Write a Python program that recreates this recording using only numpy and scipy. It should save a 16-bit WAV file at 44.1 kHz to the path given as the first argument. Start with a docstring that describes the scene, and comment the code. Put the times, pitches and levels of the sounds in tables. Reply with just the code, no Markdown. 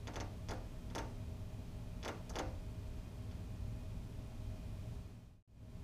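"""Bird pecking at a window

A small bird pecks the pane from outside, heard from the quiet room behind it. Each peck: a click,
bending waves returning from the frame (treble first), the ring of the glass, a short room tail.
Ventilation rumbles and an appliance hums. Near the end all sound fades out and starts back in."""
import sys
import numpy as np
from scipy import signal
from scipy.fft import rfft, irfft
from scipy.io import wavfile

SR = 44100
rng = np.random.default_rng(int(sys.argv[2]) if len(sys.argv) > 2 else 0)


def digitize_waveform(pressure):
    """Quantize a signal to 16-bit integers and store it at the path in sys.argv[1].

    Rows of a 2-D input are taken as channels; values are limited to [-1, 1].
    """
    field = np.atleast_2d(pressure).T
    bounded = np.clip(field, -1, 1)
    quanta = np.round(bounded * 32767).astype(np.int16)
    wavfile.write(sys.argv[1], SR, quanta)


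N = 257103
SIZE = 32768  # samples per peck response
AGE_S = np.arange(SIZE) / SR
FREQS_HZ = np.fft.rfftfreq(SIZE, 1 / SR)
CUTOFF_HZ = 15400

# beak on glass: (time [s], strength [dB], extra thump [dB], extra ping [dB], extra sharpness [dB])
BEAK_HITS = [(0.0714, -10, 1.5, 5, -4), (.1364, -16, 1.5, 0, 1), (0.1574, -6, 1, 4, -3),
             (.201, -4, -4, -.5, -6), (0.4863, -2, -6, -5.5, -9), (0.5077, -6.5, 3, -2, 0.5),
             (0.536, -23, -11, 8, 9), (0.901, -19, -1, 3.5, -4), (.9501, 1.5, -3.5, -6.5, -3.5),
             (.9817, -5, 0.5, 3.5, 1.5), (2.0287, -9.5, -4, 3.5, -12), (2.0487, -3.5, 0, 0, -4),
             (2.0786, -2, -0.5, 1.5, -0.5), (2.2948, -5.5, -7.5, -13, -1), (2.337, -22, 8, 0, -5),
             (2.356, -4, 2, 3, -3.5), (2.387, 0, 0, 0.5, -2), (3.313, -22, -2, 3, -11)]
# radiation at the contact point: (frequency [Hz], gain [dB])
CLICK_SPECTRUM = [(120, -35), (380, -2.5), (850, -7.5), (1200, -17), (2600, -14), (3500, -15),
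                  (4000, -26.5), (4800, -14), (5600, -21.5), (6600, -23), (7600, -34), (11200, -27),
                  (15000, -40)]
# short bright ping of each peck's click: (frequency [Hz], width [Hz], boost [dB])
PING_BANDS = [(3452, 75, 13), (4820, 250, -1.5), (6230, 250, 6)]
# radiation as a bending wave reaches the frame: (frequency [Hz], gain [dB])
EDGE_SPECTRUM = [(200, -49), (500, -9.5), (1000, -10), (1300, -7), (1800, -12.5), (2500, -17), (3900, -22),
                 (4600, -16.5), (5500, -18), (6400, -13), (7300, -25), (8200, -28.5), (10200, -29.5),
                 (13000, -40)]
# shortest paths to the four frame sides: (travel time at 1 kHz [s], gain [dB])
FIRST_PATHS = [(.0105, -10), (0.0115, -0.5), (0.0126, -10), (.0158, -4.5)]
# ring of the pane: (frequency [Hz], relative level [dB], t60 [s])
GLASS_MODES = [(238, -4, .42), (293, -1, .42), (324, -3, .35), (362, -4, .42), (433, 0, .42),
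               (454, -5, .35), (518, 0, .42), (580, -1, .42), (657, -4, .42), (715, -3, .41),
               (781, -3, .39), (849, -4, .37), (915, -2, .35), (982, -10, .33), (1035, -12, .32),
               (1143, -8, .3), (1213, -8, .29), (1401, -11, .26), (1483, -12, .25), (1685, -13, .23),
               (1856, -12, .21)]
# diffuse room tail: (frequency [Hz], band gain [dB], t60 [s])
ROOM_BANDS = [(150, -24, 0.4), (398, 4, 0.46), (890, -4, 0.43), (1790, -10.5, 0.4), (3540, -23.5, 0.54),
              (6200, -24.5, 0.6), (8100, -33.5, 0.23), (15000, -40, 0.13)]
# ventilation rumble and hiss: (frequency [Hz], relative density [dB])
AIR_SPECTRUM = [(10, -32.5), (22, 3), (45, -1), (112, -2), (140, -10.5), (250, -13), (350, -23), (550, -26),
                (700, -27), (1000, -31), (1500, -36.5), (3000, -38), (6000, -42.5), (15000, -51.5)]
# appliance hum: (frequency [Hz], rms level [dB])
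HUM_TONES = [(59.5, -55), (79, -65.5), (100, -55.5), (114, -58), (173.5, -62), (240, -64), (404.5, -70),
             (579, -77.5), (628, -71.5), (637, -72.5), (831, -83.5), (1077, -83), (1359, -90), (2432, -84),
             (2488, -82), (3128, -91), (3183, -85.5)]


def pecks(thump_hz=1200, ping_hz=3420, bright_hz=6000, sharp_hz=9000, near_s=0.001175):
    """Every peck drives the same window; contact hardness tilts its colour."""
    click = causal(CLICK_SPECTRUM) * pings() * bending(near_s)
    echoes, tail = frame_echoes(), room_tail()
    out = np.zeros(N + SIZE)
    for time_s, strength_db, thump_db, ping_db, sharp_db in BEAK_HITS:
        contact = causal([(thump_hz, thump_db), (ping_hz, ping_db), (bright_hz, 0), (sharp_hz, sharp_db)])
        snap = click * smear(share=0.4, above_hz=5500) + echoes * smear(share=0.55, above_hz=2800)
        start = round(time_s * SR)
        out[start:start + SIZE] += from_db(strength_db) * irfft(contact * (snap + pane_ring() + tail))
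    return out[:N]


def pings():
    """Narrow resonances lift the click into a ping of a few milliseconds."""
    return 1 + sum((from_db(boost_db) - 1) / (1 + 2j * (FREQS_HZ - hz) / width_hz)
                   for hz, width_hz, boost_db in PING_BANDS)


def bending(travel_s):
    """Glass path taking travel_s at 1 kHz; wave speed grows with the root of frequency."""
    return np.exp(-4j * np.pi * travel_s * np.sqrt(1000 * FREQS_HZ))


def frame_echoes(next_s=0.018, last_s=0.072, later_db=-6.5, loss_db_per_s=403, count=20):
    """Strong falling chirps from the frame, then weaker ones that have crossed the pane again."""
    travel_s = next_s + (last_s - next_s) * (np.arange(count) + rng.random(count)) / count
    gains = from_db(later_db - loss_db_per_s * (travel_s - next_s)) * rng.choice([-1, 1], count)
    first = sum(from_db(db) * bending(s) for s, db in FIRST_PATHS)
    later = sum(gain * bending(s) for gain, s in zip(gains, travel_s))
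    return causal(EDGE_SPECTRUM) * (first + later)


def smear(share, above_hz, decay_s=0.0028):
    """Short waves radiate from many spots of the pane, blurring the treble anew on each peck."""
    scatter = rng.standard_normal(SIZE) * np.exp(-AGE_S / decay_s)
    blurred = share * FREQS_HZ ** 4 / (FREQS_HZ ** 4 + above_hz ** 4)
    return np.sqrt(1 - blurred) + np.sqrt(blurred) * rfft(scatter) / np.linalg.norm(scatter)


def pane_ring(ring_db=-47.5, spread_db=2.5, build_s=0.0032):
    """Low modes build as waves fill the pane, then beat; their weights vary per peck."""
    hz, level_db, t60_s = np.transpose(GLASS_MODES)[:, :, None]
    gains = from_db(level_db + ring_db + spread_db * rng.standard_normal(hz.shape))
    modes = gains * decay(t60_s) * np.sin(2 * np.pi * hz * AGE_S)
    build = 1 - np.exp(-AGE_S / build_s)
    return rfft(build * modes.sum(axis=0))


def room_tail(build_s=0.0072, bands=18):
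    """Scattered reflections build up, then die band by band, the top treble first."""
    white, tail = rfft(rng.standard_normal(SIZE)), 0
    build = 1 - np.exp(-(AGE_S / build_s) ** 2)
    edges_hz = np.geomspace(100, CUTOFF_HZ, bands + 1)
    for low_hz, high_hz in zip(edges_hz, edges_hz[1:]):
        hz = np.sqrt(low_hz * high_hz)
        envelope = build * decay(at_hz(ROOM_BANDS, hz, column=2))
        band = irfft(white * (FREQS_HZ >= low_hz) * (FREQS_HZ < high_hz))
        tail += from_db(at_hz(ROOM_BANDS, hz)) * band * envelope / np.linalg.norm(envelope)
    return rfft(tail)


def ventilation(rms_db=-47.5):
    """Steady rumble of moving air, thinning into a smooth hiss."""
    colour = from_db(at_hz(AIR_SPECTRUM, np.fft.rfftfreq(N, 1 / SR)))
    air = irfft(rfft(rng.standard_normal(N)) * colour, N)
    return from_db(rms_db) * rms_one(air)


def appliance_hum(waver=0.27, waver_hz=6.1, rumble_waver=0.71, rumble_below_hz=130):
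    """Motor tones waver in level and phase, the lowest most."""
    t, out = np.arange(N) / SR, 0
    for hz, level_db in HUM_TONES:
        depth = rumble_waver if hz < rumble_below_hz else waver
        phase = 2 * np.pi * (hz * t + rng.random())
        in_phase = (1 + depth * drift(waver_hz)) * np.sin(phase)
        quadrature = depth * drift(waver_hz) * np.cos(phase)
        out += from_db(level_db) * rms_one(in_phase + quadrature)
    return out


def fader(bottom_s=5.44, ramp_s=0.51, mute_from_s=5.426, mute_to_s=5.476):
    """Linear fade to a short silence, then back up at the same pace."""
    t = np.arange(N) / SR
    sounding = (t < mute_from_s) | (t > mute_to_s)
    return np.minimum(np.abs(t - bottom_s) / ramp_s, 1) * sounding


def from_db(db):
    """Decibels to gain."""
    return 10 ** (np.asarray(db) / 20)


def rms_one(x):
    """Scale to rms 1."""
    return x / np.sqrt(np.mean(x ** 2) + 1e-20)


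def decay(t60_s):
    """Envelope falling 60 dB in t60_s."""
    return np.exp(-np.log(1000) * AGE_S / t60_s)


def at_hz(table, hz, column=1):
    """Interpolate a table column along log frequency."""
    table = np.array(table)
    return np.interp(np.log(np.maximum(hz, 1)), np.log(table[:, 0]), table[:, column])


def causal(curve):
    """Minimum-phase response of a (frequency [Hz], gain [dB]) curve: no sound before the blow."""
    cepstrum = irfft(np.log(from_db(at_hz(curve, FREQS_HZ))))
    cepstrum[1:SIZE // 2] *= 2
    cepstrum[SIZE // 2 + 1:] = 0
    return np.exp(rfft(cepstrum))


def drift(corner_hz, points=2048):
    """Slow random wander, rms 1."""
    hz = np.fft.rfftfreq(points, N / SR / points)
    slow = irfft(rfft(rng.standard_normal(points)) / (1 + (hz / corner_hz) ** 2))
    return np.interp(np.linspace(0, points - 1, N), np.arange(points), rms_one(slow))


def scene():
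    """Pecks over the room background, mono."""
    return (pecks() + ventilation() + appliance_hum())[None]


def record(dry):
    """Fader dip, then a steep low-pass."""
    low_pass = signal.ellip(12, 0.1, 80, CUTOFF_HZ, fs=SR, output="sos")
    return signal.sosfilt(low_pass, dry * fader())


dry = scene()
out = record(dry)
digitize_waveform(out)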